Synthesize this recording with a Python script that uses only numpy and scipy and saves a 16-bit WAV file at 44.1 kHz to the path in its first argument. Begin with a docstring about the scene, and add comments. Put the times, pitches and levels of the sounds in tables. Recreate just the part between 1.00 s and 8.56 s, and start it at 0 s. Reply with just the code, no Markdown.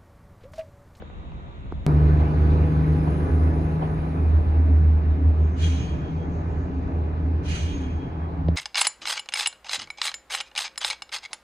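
"""A diesel bus pulls gently across a terminal yard: steady tones locked to its crankshaft make the drone,
a fuzzy high tone the turbo, and shaped noise with a ringing whistle two blasts from an air valve.
Behind it, filtered stereo noise makes the traffic roar, tyre wash and thuds of cars over a road joint.
It all opens on a quieter street corner of idling engines and soft noise, then cuts abruptly to the yard.
Knocks on the hand-held camera are clicks, short noise rubs and ringing modes of its case."""
import sys
import numpy as np
from scipy import signal
from scipy.fft import rfft, irfft, next_fast_len
from scipy.io import wavfile
from scipy.ndimage import uniform_filter1d, map_coordinates

SR = 44100
rng = np.random.default_rng(int(sys.argv[2]) if len(sys.argv) > 2 else 0)


def unload_audio(sound):
    """Save the sound as a 16-bit wav file, at the path given as the first command line argument."""
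    columns = np.transpose(np.atleast_2d(sound))
    # keep every value between -1 and 1, then stretch to whole-number steps
    steps = np.round(np.clip(columns, -1, 1) * 32767)
    wavfile.write(sys.argv[1], SR, steps.astype(np.int16))


N = 333396

# Noise colours. Each row: frequency in Hz, relative density in dB per Hz (the layer sets the loudness).
CORNER_RUMBLE_COLOUR = [(22, -14), (45, -2.5), (62, -4), (76, -1.5), (92, -11.5), (120, -9), (170, -12),
                        (300, -25), (2000, -120)]
CORNER_STREET_COLOUR = [(150, -4), (330, 0), (700, -6), (1200, -13.5), (2600, -18), (3300, -23),
                        (3750, -19), (4100, -30), (5000, -43.5), (6800, -35), (9000, -53)]
STREET_RUMBLE_COLOUR = [(22, -20), (35, -3.5), (50, -1.5), (65, 3), (100, -4), (130, -6), (180, -4),
                        (240, -19.5), (700, -120)]
ROAR_COLOUR = [(30, -29), (70, -1.5), (100, -2.5), (150, 0.5), (220, -4), (310, -2.5), (430, -5.5),
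               (540, -13), (760, -13.5), (1050, -25), (2000, -43.5), (5000, -110)]
TYRE_COLOUR = [(300, -27), (750, 3), (1050, 2.5), (1550, 2.5), (1950, -1), (2450, -3), (3300, -15.5),
               (3800, -13.5), (5400, -24), (6600, -29.5), (7600, -38), (9000, -42), (11000, -32),
               (13000, -58.5)]
BRIGHT_HISS_COLOUR = [(3500, -22), (5000, -7.5), (6500, 6), (7400, -7.5), (9000, -21), (12000, -32.5)]
ROAD_WASH_COLOUR = [(350, -20), (540, -2), (740, 2), (900, -2), (1400, -16), (1900, -20), (3000, -50)]
THUD_COLOUR = [(200, -8), (450, 1.5), (750, 1.5), (980, -1.5), (1400, -17.5), (1700, -16), (2100, -18),
               (2650, -24.5), (3100, -21.5), (3450, -31.5), (3720, -31.5), (4400, -37), (7000, -53)]
HISS_COLOUR = [(700, -32.5), (1300, -6.5), (1750, -1.5), (2400, -0.5), (3300, -3.5), (4200, -3.5),
               (5300, -11.5), (6200, -3.5), (7800, -16.5), (10000, -21), (12000, -32.5), (13000, -48)]
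ECHO_COLOUR = [(900, -21), (1800, -2), (2500, 2.5), (3300, -6.5), (5000, -13.5), (7000, -23), (10000, -46)]

# How the two ears relate. Each row: frequency in Hz, likeness from 0 to 1, lead of the left ear in radians.
CORNER_STEREO = [(60, 0.84, 1), (292, 1, 0.7), (600, 0.66, -1.5), (850, 0.86, -1.5), (1150, 0.69, -3),
                 (1500, 0.59, -2.5), (2100, 0.16, 5.5), (2690, 0.13, 0), (3820, 0.42, 3.5),
                 (6500, 0.88, 1.4)]
YARD_STEREO = [(60, 0.89, 0.0), (276, 0.96, 0.16), (423, 0.8, 0.24), (600, 0.57, -1.5), (806, 0.9, -1.5),
               (970, 0.7, -3), (1150, 0.8, 2.5), (1460, 0.2, -1), (1700, 0.8, -1.5), (2300, 0.6, 0),
               (2650, 0.8, -1.6), (3280, 0.6, -4), (4100, 0.35, 1), (5000, 0.21, 3.5), (6400, 0.68, 0.3),
               (7700, 0.46, -1.5), (10000, 0.64, 1.0)]
AIR_STEREO = [(1600, 0.44, -3), (2000, 0.56, 0.2), (2400, 0.47, 1.5), (2800, 0.77, 2), (3300, 0.6, 4),
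              (3900, 0.63, 0), (4500, 0.34, -2), (5200, 0.41, 4.5), (6000, 0.13, -3), (6800, 0.42, 1),
              (7700, 0.56, -4), (10000, 0.53, 2)]

# The quiet corner's rumble. Each row: time in seconds, level in dB before the layer's trim.
CORNER_LEVEL = [(0, -40), (0.16, -41.5), (0.32, -39), (0.54, -43.5), (0.7, -35), (0.86, -37)]
# Traffic. Each row: time in seconds, engine roar in dB, tyre noise in dB, both before their trims.
TRAFFIC_LEVELS = [(0.9, -36.5, -48.5), (1.53, -37.5, -49), (4.77, -42, -56), (5.95, -41, -55.5),
                  (7.18, -44.5, -57), (7.4, -47, -57)]
# Bright hiss in the treble: tyre sizzle on asphalt, and a short burst at 4.5 s as the first air blast opens.
# Each row: centre in seconds, half length in seconds, level in dB.
BRIGHT_HISS_SWELLS = [(1.946, 1.4, -74.5), (4.509, 0.11, -71), (5.405, 0.46, -74.5)]
# Road noise of passing and far cars. Each row: centre in seconds, half length in seconds, level in dB.
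WASH_SWELLS = [(2.5, .55, -48.5), (7.351, 0.61, -48.5)]
# Wheels over the road joint. Each row: time in seconds, level in dB.
JOINT_HITS = [(1.201, -35), (2.079, -36), (2.829, -32)]

# Knocks on the camera. Each row: time in seconds, case level in dB, tilt in dB per octave around 500 Hz,
# pitch factor of the case, cycles to swell, click level in dB.
KNOCKS = [(0.0211, -35, 5, 0.94, 1.74, -35), (0.0995, -42.5, 2, 1.55, 1.4, -50),
          (0.319, -46, 7, 1.54, 1.7, -43), (0.7224, -27, 7.5, 0.68, 1.1, -37),
          (5.682, -35.5, 2, 1.4, 1.7, -50), (7.4848, -20, -4, 1.07, 1.38, -23.5)]
# Modes of the camera case. Each row: frequency in Hz before the pitch factor, relative level in dB.
CASE_MODES = [(85, -8), (230, -2.5), (520, 4.5), (740, -5.5), (1500, -11.5)]

# Air blasts. Each row: start in seconds, time the valve is open in seconds, hiss level in dB before the
# trim, ringing of the outlet in dB relative to the hiss.
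AIR_BLASTS = [(4.555, 0.1, -46, -7), (6.425, 0.14, -46, -7)]
# Resonances of the air outlet. Each row: frequency in Hz, relative level in dB.
OUTLET_MODES = [(1832, -13), (2423, 0), (2897, -1), (3014, -7.5), (3199, -2.5), (3450, -9.5), (3608, -10),
                (3930, -9), (6014, -17.5)]
# The valve's whistle. Each row: partial number, frequency in Hz, lead of the left ear in radians.
WHISTLE_PARTIALS = [(1, 3254, 2.0), (2, 6517, .15)]
# Its held tones. Each row: partial number, start in seconds, level in dB, hold in seconds,
# time to fall 60 dB in seconds.
HELD_WHISTLES = [(1, 4.56, -51, .1, 1.1), (2, 4.57, -61, .29, .6), (1, 6.44, -56, .15, 1.7),
                 (2, 6.44, -61, .34, .9)]
# Its chirps. Each row: partial number, centre in seconds, half length in seconds, level in dB.
WHISTLE_CHIRPS = [(1, 4.65, .04, -47), (1, 4.77, .03, -58), (2, 4.81, .04, -58), (1, 4.9, .045, -56),
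                  (1, 5.062, .035, -55), (1, 5.215, .035, -61), (1, 5.31, .03, -72), (1, 6.58, .03, -52),
                  (2, 6.6, .03, -64), (1, 6.71, .025, -51), (2, 6.75, .02, -61), (1, 6.845, .02, -58),
                  (1, 6.93, .03, -60), (1, 7.03, .035, -58.5), (1, 7.125, .025, -67), (1, 7.24, .04, -69)]

# Rising whine. Each row: time in seconds, frequency in Hz, level in dB.
WHINE_PATH = [(0.9, 4080, -86), (1.3, 4370, -72), (1.7, 4860, -73.5), (2.1, 5160, -75), (2.7, 5054, -79),
              (3.3, 5158, -100.5)]
# Turbocharger whistle. Each row: time in seconds, frequency in Hz, level in dB before the trim.
TURBO_PATH = [(0.86, 10200, -69.5), (1.2, 10000, -77.5), (1.6, 9940, -74), (2.0, 9880, -67),
              (2.2, 9930, -65.5), (2.7, 9860, -71.5), (3.0, 9850, -71), (3.4, 9700, -77), (3.9, 9960, -83),
              (4.5, 9800, -105)]
# Boom of the bus body. Each row: time in seconds, level in dB.
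BOOM_LEVEL = [(0.9, -40.5), (1.4, -38), (1.9, -35.5), (2.12, -39), (2.42, -33), (2.9, -46), (3.2, -36.5),
              (3.35, -43.5), (5.2, -47), (7.5, -44.5)]
# Swells added to the boom after the engine eases off. Each row: centre in seconds, level in dB.
BOOM_PEAKS = [(3.7, -36.5), (4.24, -37), (4.68, -39), (5.18, -47), (5.8, -41.5), (6.34, -39), (6.84, -37),
              (7.48, -44.5)]
# Engine block as a whole. Each row: time in seconds, level in dB.
BLOCK_LEVEL = [(0.86, -30.5), (1.4, -29), (1.9, -31.5), (2.5, -34.5), (3.0, -38.5), (3.6, -45.5),
               (5.0, -50.5), (7.5, -42)]
# Engine block lines. Each row: multiple of the crankshaft rate, relative level in dB while pulling hard,
# relative level in dB once the load drops.
BLOCK_LINES = [(2, -6, -7.5), (4, -1.5, -4.5), (5, -9.5, -6.5), (7, -17.5, -8), (9, -13, -21),
               (12, -4.5, -7.5), (13, -13, -11), (14, -19.5, -12), (15, -14.5, -11.5), (16, -19.5, -9.5),
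               (17, -12, -12.5), (19, -10.5, -14), (21, -20.5, -16), (27, -19.5, -18.5), (32, -20, -16.5)]
# Block lines that flare briefly. Each row: multiple of the crankshaft rate, centre in seconds,
# level in dB relative to the block.
BLOCK_FLARES = [(15, 1.46, -6.5), (19, 1.66, -12), (12, 2.6, -13), (17, 1.88, -13), (14, 2.2, -8.5),
                (16, 2.3, -10), (12, 2.58, -3)]
# Firing rate of the six cylinders. Each row: time in seconds, firings per second in Hz.
FIRING_RATE = [(0.86, 74.62), (1.28, 75.6), (1.65, 77.22), (2.18, 77.15), (2.45, 78.08), (3.1, 78.54),
               (3.7, 78.22), (4.0, 77.4), (4.25, 78.34), (4.48, 77.5), (4.7, 79.84), (4.9, 78.07),
               (5.5, 79.8), (6.15, 78.5), (6.55, 80.2), (6.8, 77.85), (7.15, 79.36), (7.5, 80.94)]
# Exhaust firing tone. Each row: time in seconds, level in dB before the throb.
FIRING_LEVEL = [(0.88, -25), (1.07, -15), (1.32, -23.5), (1.43, -17), (1.85, -23), (2.28, -25),
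                (2.38, -19.5), (2.5, -16.5), (2.62, -30.5), (2.8, -27), (3.0, -35), (3.2, -27),
                (3.28, -16.5), (3.36, -15.5), (3.43, -23), (3.55, -18), (3.75, -14), (4.1, -19.5),
                (4.3, -17), (4.44, -18), (4.53, -27.5), (4.64, -18), (4.75, -21), (4.85, -34), (5.35, -31),
                (5.7, -31.5), (5.95, -25.5), (6.25, -25), (6.5, -24.5), (7.05, -32.5), (7.5, -24.5)]
# Octave of the firing tone. Each row: time in seconds, level in dB before the trim.
OCTAVE_LEVEL = [(0.88, -18.5), (1.15, -21.5), (1.22, -27), (1.95, -20.5), (2.2, -30), (2.85, -25.5),
                (3.2, -30), (3.3, -48), (3.8, -34), (4.9, -35.5), (5.2, -29.5), (5.5, -37.5), (6.9, -41.5),
                (7.1, -34), (7.5, -29)]

CUT_S = 0.8652  # the corner gives way to the yard
TOP_HZ = 12400  # band limit of the camera
EASE_S, EASE_LENGTH_S = 3.22, 0.056  # the engine eases off
UNLOAD_S, UNLOAD_LENGTH_S = 2.05, .3  # the load drops and the block's lines change balance
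ENGINE_WAVER = .1  # share of wavering tone while the engine pulls
THROB_FROM_S, THROB_LENGTH_S, THROB_HZ, THROB_DB = 3.95, 0.5, 6.05, 3.5
FLARE_S, BOOM_SWELL_S = 0.089, 0.12  # half lengths
RISE_S = 0.08  # build-up of the air flow
HISS_T60_S, RING_T60_S, ECHO_T60_S = 0.82, 1.0, 1.5  # time to fall 60 dB
ECHO_DELAY_S, ECHO_DB = 0.17, -9.5  # echo of the hiss from the buildings


def amp(db):
    """Decibels to gain."""
    return 10 ** (np.asarray(db) / 20)


def unit(x):
    """Scale to rms 1."""
    return x / np.sqrt(np.mean(x ** 2) + 1e-20)


def clock():
    """The time of every sample, in seconds."""
    return np.arange(N) / SR


def along(points, hz):
    """Read (Hz, value) points on a log frequency axis."""
    f, v = np.transpose(points)
    return np.interp(np.log(hz + 1), np.log(f + 1), v)


def curves(rows):
    """One value per sample for each column after the time."""
    s, *columns = np.transpose(rows)
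    return [np.interp(clock(), s, column) for column in columns]


def ramp(centre_s, length_s):
    """A straight move from 0 to 1 around a moment."""
    return np.clip((clock() - centre_s) / length_s + .5, 0, 1)


def swell(s, half_length, db):
    """The gain of a sound that comes and goes around time s."""
    return amp(db) * np.exp(-((clock() - s) / half_length) ** 2)


def wobble(rate):
    """A smooth random curve with `rate` random points a second, traced every 32 samples."""
    knots = np.arange(0, N + 32, 32)
    points = rng.standard_normal(8192)
    smooth = map_coordinates(points, [knots * rate / SR + 2], mode="wrap")
    return np.interp(np.arange(N), knots, smooth)


def scattered(phase, rate):
    """A tone of about rms 1 arriving over many shifting paths, so that it fades and wavers."""
    return wobble(rate) * np.sin(phase) + wobble(rate) * np.cos(phase)


def filtered(x, response):
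    """Shape x by a gain for each frequency."""
    m = next_fast_len(N + SR // 2)
    return irfft(rfft(x, m) * response(np.fft.rfftfreq(m, 1 / SR)), m)[..., :N]


def spread(mid, side):
    """Left and right from mid and side."""
    return np.array([mid + side, mid - side])


def rush(spectrum, ears, patchy_db, ripple_db):
    """Stereo noise, patchy in time and pitch, with the fixed ripple of walls; its middle has rms 1."""
    z = signal.stft(rng.standard_normal((2, N)), nperseg=512)[2]
    patches = uniform_filter1d(rng.standard_normal(z.shape[1:]), size=8, axis=0)
    patches = uniform_filter1d(patches, size=12, axis=1)
    pair = signal.istft(z * amp(patchy_db * unit(patches)), nperseg=512)[1][:, :N]

    m = next_fast_len(N + SR // 2)
    hz, (a, b) = np.fft.rfftfreq(m, 1 / SR), rfft(pair, m)
    f, likeness, lead = np.transpose(ears)
    shared = np.interp(hz, f, np.clip(likeness, 0, .99) * np.exp(-1j * lead))
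    right = shared * a + np.sqrt(1 - abs(shared) ** 2) * b

    # a random point every 25 Hz, clipped on one side, above 500 Hz only
    ripple = np.interp(hz, np.arange(1000) * 25, np.minimum(rng.standard_normal(1000), .7)) * (hz > 500)
    gain = amp(along(spectrum, hz) + ripple_db * ripple) * (hz > 20)
    gain = gain / np.sqrt(1 + shared.real)  # keeps the colour of the middle
    out = irfft(gain * np.array([a, right]), m)[:, :N]
    return out / np.std(out.mean(0))


def corner(rumble_db=1.5, street_db=-50, idle_hz=77.5, idle_db=-9):
    """Distant engines idle as a wavering tone in low noise, under a soft wash of street noise."""
    idle = amp(idle_db) * scattered(2 * np.pi * idle_hz * clock(), rate=12.93)
    rumble = rush(CORNER_RUMBLE_COLOUR, CORNER_STEREO, patchy_db=-1.3, ripple_db=0)
    low = amp(curves(CORNER_LEVEL)[0] + rumble_db) * (rumble + idle)
    street = rush(CORNER_STREET_COLOUR, CORNER_STEREO, patchy_db=.8, ripple_db=3.7)
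    return low + amp(street_db) * street


def street_rumble(level_db=-33, swell_db=1.5):
    """The deep rumble of the surrounding streets, gently rising and falling."""
    gain = amp(level_db + swell_db * wobble(5.6))
    return gain * rush(STREET_RUMBLE_COLOUR, YARD_STEREO, patchy_db=1.5, ripple_db=-2.5)


def traffic(angle, roar_db=6.0, tyre_db=3.5, clatter=0.031):
    """Low engine roar, and tyre noise mixed with diesel clatter that pulses at each firing of the bus."""
    roar, tyres = curves(TRAFFIC_LEVELS)
    low_gain = amp(roar + roar_db + 0.76 * wobble(9))
    low = low_gain * rush(ROAR_COLOUR, YARD_STEREO, patchy_db=1.0, ripple_db=2.0)
    high_gain = amp(tyres + tyre_db + 0.19 * wobble(12)) * (1 + clatter * np.cos(3 * angle))
    high = high_gain * rush(TYRE_COLOUR, YARD_STEREO, patchy_db=1.36, ripple_db=3.5)
    return low + high


def bright_hiss(floor_db=-88):
    """Treble noise swells over a very faint floor: tyre sizzle, and a burst as the first air blast opens."""
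    gain = amp(floor_db) + sum(swell(*row) for row in BRIGHT_HISS_SWELLS)
    hiss = rush(BRIGHT_HISS_COLOUR, YARD_STEREO, patchy_db=2.0, ripple_db=1.5)
    return gain * amp(0.73 * wobble(24)) * hiss


def road_wash():
    """A broad wash of tyres on asphalt swells as cars go by."""
    gain = sum(swell(*row) for row in WASH_SWELLS)
    return gain * rush(ROAD_WASH_COLOUR, YARD_STEREO, patchy_db=1.2, ripple_db=1.5)


def wheel_thuds(rise_s=0.011, decay_s=0.027):
    """Tyres of passing cars roll into a joint in the road: soft knocks of quickly rising and fading noise."""
    gain = np.zeros(N)
    for s, db in JOINT_HITS:
        since = clock() - s
        gain += amp(db) * np.exp(np.minimum(since / rise_s, -since / decay_s))
    return gain * rush(THUD_COLOUR, YARD_STEREO, patchy_db=0.0, ripple_db=1.0)


def tick(cycles, decay_cycles=0.41):
    """A click that is over within a cycle or two."""
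    return np.sin(2 * np.pi * cycles) * np.exp(-cycles / decay_cycles)


def bumps(click_hz=3600, rebound_s=.0043, rebound_db=-9, rebound_pitch=.8,
          rub_db=-21, rub_t60=.07, dull_hz=5200):
    """A finger knocks the camera: click, rebound, brief rub, and case modes, the low ones swelling last."""
    knocks, rubs = np.zeros(N + SR), np.zeros((2, N + SR))
    t = np.arange(SR // 6) / SR
    for s, db, tilt_db, pitch, swell_cycles, click_db in KNOCKS:
        span = slice(round(s * SR), round(s * SR) + len(t))
        for hz, level in CASE_MODES:
            cycles = hz * pitch * t
            age = (cycles / swell_cycles) ** 2.34
            mode_gain = amp(db + level + tilt_db * np.log2(hz / 500))
            knocks[span] -= mode_gain * age * np.exp(1 - age) * np.sin(2 * np.pi * cycles)
        click = tick(click_hz * t)
        rebound = tick(click_hz * rebound_pitch * np.maximum(t - rebound_s, 0))
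        knocks[span] += amp(click_db) * (click + amp(rebound_db) * rebound)
        rub_gain = amp(click_db + rub_db - 60 * t / rub_t60)
        rubs[:, span] += rub_gain * rng.standard_normal((2, len(t)))
    return filtered((knocks + rubs)[:, :N], lambda hz: 1 / (1 + (hz / dull_hz) ** 10))


def flow(t, open_s, t60):
    """The gain of a blast t after its start: it rises, holds while the valve is open, then dies away."""
    return np.clip(t / RISE_S, 0, 1) ** 1.2 * amp(-60 * np.maximum(t - open_s, 0) / t60)


def air_blasts(level_db=4, pan_db=0.9):
    """Compressed air rasps out through a ringing outlet, and a duller echo lingers between the buildings."""
    hiss_gain, ring_gain, echo_gain = np.zeros((3, N))
    for s, open_s, db, ring_db in AIR_BLASTS:
        since = clock() - s
        hiss_gain += amp(db) * flow(since, open_s, HISS_T60_S)
        ring_gain += amp(db + ring_db) * flow(since, open_s, RING_T60_S)
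        echo_gain += amp(db + ECHO_DB) * flow(since - ECHO_DELAY_S, open_s, ECHO_T60_S)

    ring = np.zeros((2, N))
    for hz, db in OUTLET_MODES:
        phase = 2 * np.pi * hz * clock()
        ring += amp(db) * np.array([scattered(phase, rate=70) for ear in range(2)])

    hiss = amp(1.0 * wobble(130)) * rush(HISS_COLOUR, AIR_STEREO, patchy_db=2.0, ripple_db=3.5)
    echo = rush(ECHO_COLOUR, AIR_STEREO, patchy_db=2.5, ripple_db=5.0)
    pan = amp([[-pan_db], [pan_db]])  # slightly to the right
    return amp(level_db) * pan * (hiss_gain * hiss + ring_gain * ring + echo_gain * echo)


def valve_whistle(diffuse=.4, flutter_db=1.2):
    """The escaping air whistles a tone and roughly its octave, held and then broken into fading chirps."""
    out = np.zeros((2, N))
    for partial, hz, lead in WHISTLE_PARTIALS:
        phase = 2 * np.pi * hz * clock()
        tone = np.array([np.sin(phase + way * lead / 2) + diffuse * scattered(phase, rate=45)
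                         for way in (1, -1)])
        held = sum(amp(db) * flow(clock() - s, held_s, t60)
                   for k, s, db, held_s, t60 in HELD_WHISTLES if k == partial)
        chirps = sum(swell(s, half_length, db)
                     for k, s, half_length, db in WHISTLE_CHIRPS if k == partial)
        out += unit(tone) * (held + chirps) * amp(flutter_db * wobble(28))
    return out


def whine(jitter=.003, flicker_db=1.5):
    """A thin tone climbs as the engine takes up load, fading in and out of the noise."""
    hz, db = curves(WHINE_PATH)
    phase = 2 * np.pi * np.cumsum(hz * (1 + jitter * wobble(30))) / SR
    gain = amp(db + flicker_db * wobble(12))
    return gain * spread(scattered(phase, rate=44), .5 * scattered(phase, rate=40))


def turbo(level_db=-1, rush_hz=10600, rush_db=-76, rush_end_s=1.8, rush_width=.02):
    """A faint fuzzy whistle that sinks as the boost drops; early on, air rushes just above it."""
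    hz, db = curves(TURBO_PATH)
    phase = 2 * np.pi * np.cumsum(hz * (1 + .004 * wobble(60))) / SR
    whistle = amp(db + level_db) * spread(scattered(phase, rate=410), scattered(phase, rate=300))
    airy = 2 * np.pi * np.cumsum(rush_hz * (1 + rush_width * wobble(500))) / SR
    boost = np.clip((rush_end_s - clock()) / 0.072, 0, 1)
    air = amp(rush_db) * boost * spread(scattered(airy, rate=600), scattered(airy, rate=600))
    return whistle + air


def crank():
    """Angle of the crankshaft, slightly unsteady; six cylinders fire three times a turn."""
    firing_hz, = curves(FIRING_RATE)
    turns_hz = firing_hz / 3 * (1 + .003 * wobble(14))
    return 2 * np.pi * np.cumsum(turns_hz) / SR


def easing(phase, rate, late=0.9):
    """An engine tone of about rms 1: nearly clean while the engine pulls, wavering once it has eased off."""
    eased = ramp(EASE_S, EASE_LENGTH_S)
    diffuse = np.clip(ENGINE_WAVER + (late - ENGINE_WAVER) * eased, 0, 1)
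    return np.sqrt(2 * (1 - diffuse ** 2)) * np.sin(phase) + diffuse * scattered(phase, rate)


def body(angle, eleventh_db=-3, side_db=-16):
    """The bus body booms at ten and eleven times the crankshaft rate, swelling after the engine eases off."""
    tenth, eleventh = 10 * angle, 11 * angle
    mid = easing(tenth, rate=18) + amp(eleventh_db) * easing(eleventh, rate=18)
    gain = amp(curves(BOOM_LEVEL)[0]) + sum(swell(s, BOOM_SWELL_S, db) for s, db in BOOM_PEAKS)
    return gain * spread(mid, amp(side_db) * scattered(tenth, rate=16))


def block(angle, side_db=-16):
    """Unequal cylinders shake the block at crankshaft multiples; some flare as they meet a panel resonance."""
    mid, side = np.zeros(N), np.zeros(N)
    unloaded = ramp(UNLOAD_S, UNLOAD_LENGTH_S)
    for order, pulling_db, light_db in BLOCK_LINES:
        phase = order * angle + rng.uniform(0, 2 * np.pi)
        flare = sum(swell(s, FLARE_S, db) for line, s, db in BLOCK_FLARES if line == order)
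        gain = amp(pulling_db) * (1 - unloaded) + amp(light_db) * unloaded + flare
        mid += gain * (np.sin(phase) + ENGINE_WAVER * scattered(phase, rate=7))
        side += gain * amp(side_db) * np.sin(phase + rng.uniform(0, 2 * np.pi))
    return amp(curves(BLOCK_LEVEL)[0]) * spread(mid, side)


def exhaust(angle, echo_db=-31.5, octave_db=-0.5, rough=0.057, side_db=-21):
    """The firing tone mingles with its reflections and later throbs; its octave wavers after easing off."""
    firing = 3 * angle
    since = clock() - THROB_FROM_S
    throbbing = np.clip(2 * THROB_HZ * np.minimum(since, THROB_LENGTH_S - since), 0, 1)
    throb_db = THROB_DB * throbbing * np.cos(2 * np.pi * THROB_HZ * since)
    low_gain = amp(curves(FIRING_LEVEL)[0] + throb_db)
    direct = low_gain * np.sqrt(2) * np.sin(firing) * (1 + rough * wobble(26))
    tone = direct + amp(echo_db) * scattered(firing, rate=22)
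    tone_side = -.05 * tone + low_gain * amp(side_db) * np.cos(firing)
    octave = amp(curves(OCTAVE_LEVEL)[0] + octave_db) * easing(2 * firing + np.pi / 2, rate=17)
    return spread(tone, tone_side) + spread(octave, .09 * octave)


def scene():
    """The quiet corner, then at once the yard with the bus; knocks on the camera run over both."""
    angle = crank()
    street = street_rumble() + traffic(angle) + bright_hiss() + road_wash() + wheel_thuds()
    air = air_blasts() + valve_whistle()
    bus = whine() + turbo() + body(angle) + block(angle) + exhaust(angle)
    return np.where(clock() < CUT_S, corner(), street + air + bus) + bumps()


def record(dry):
    """The camera keeps nothing above its band limit."""
    return filtered(dry, lambda hz: hz < TOP_HZ)


dry = scene()
out = record(dry)
unload_audio(out)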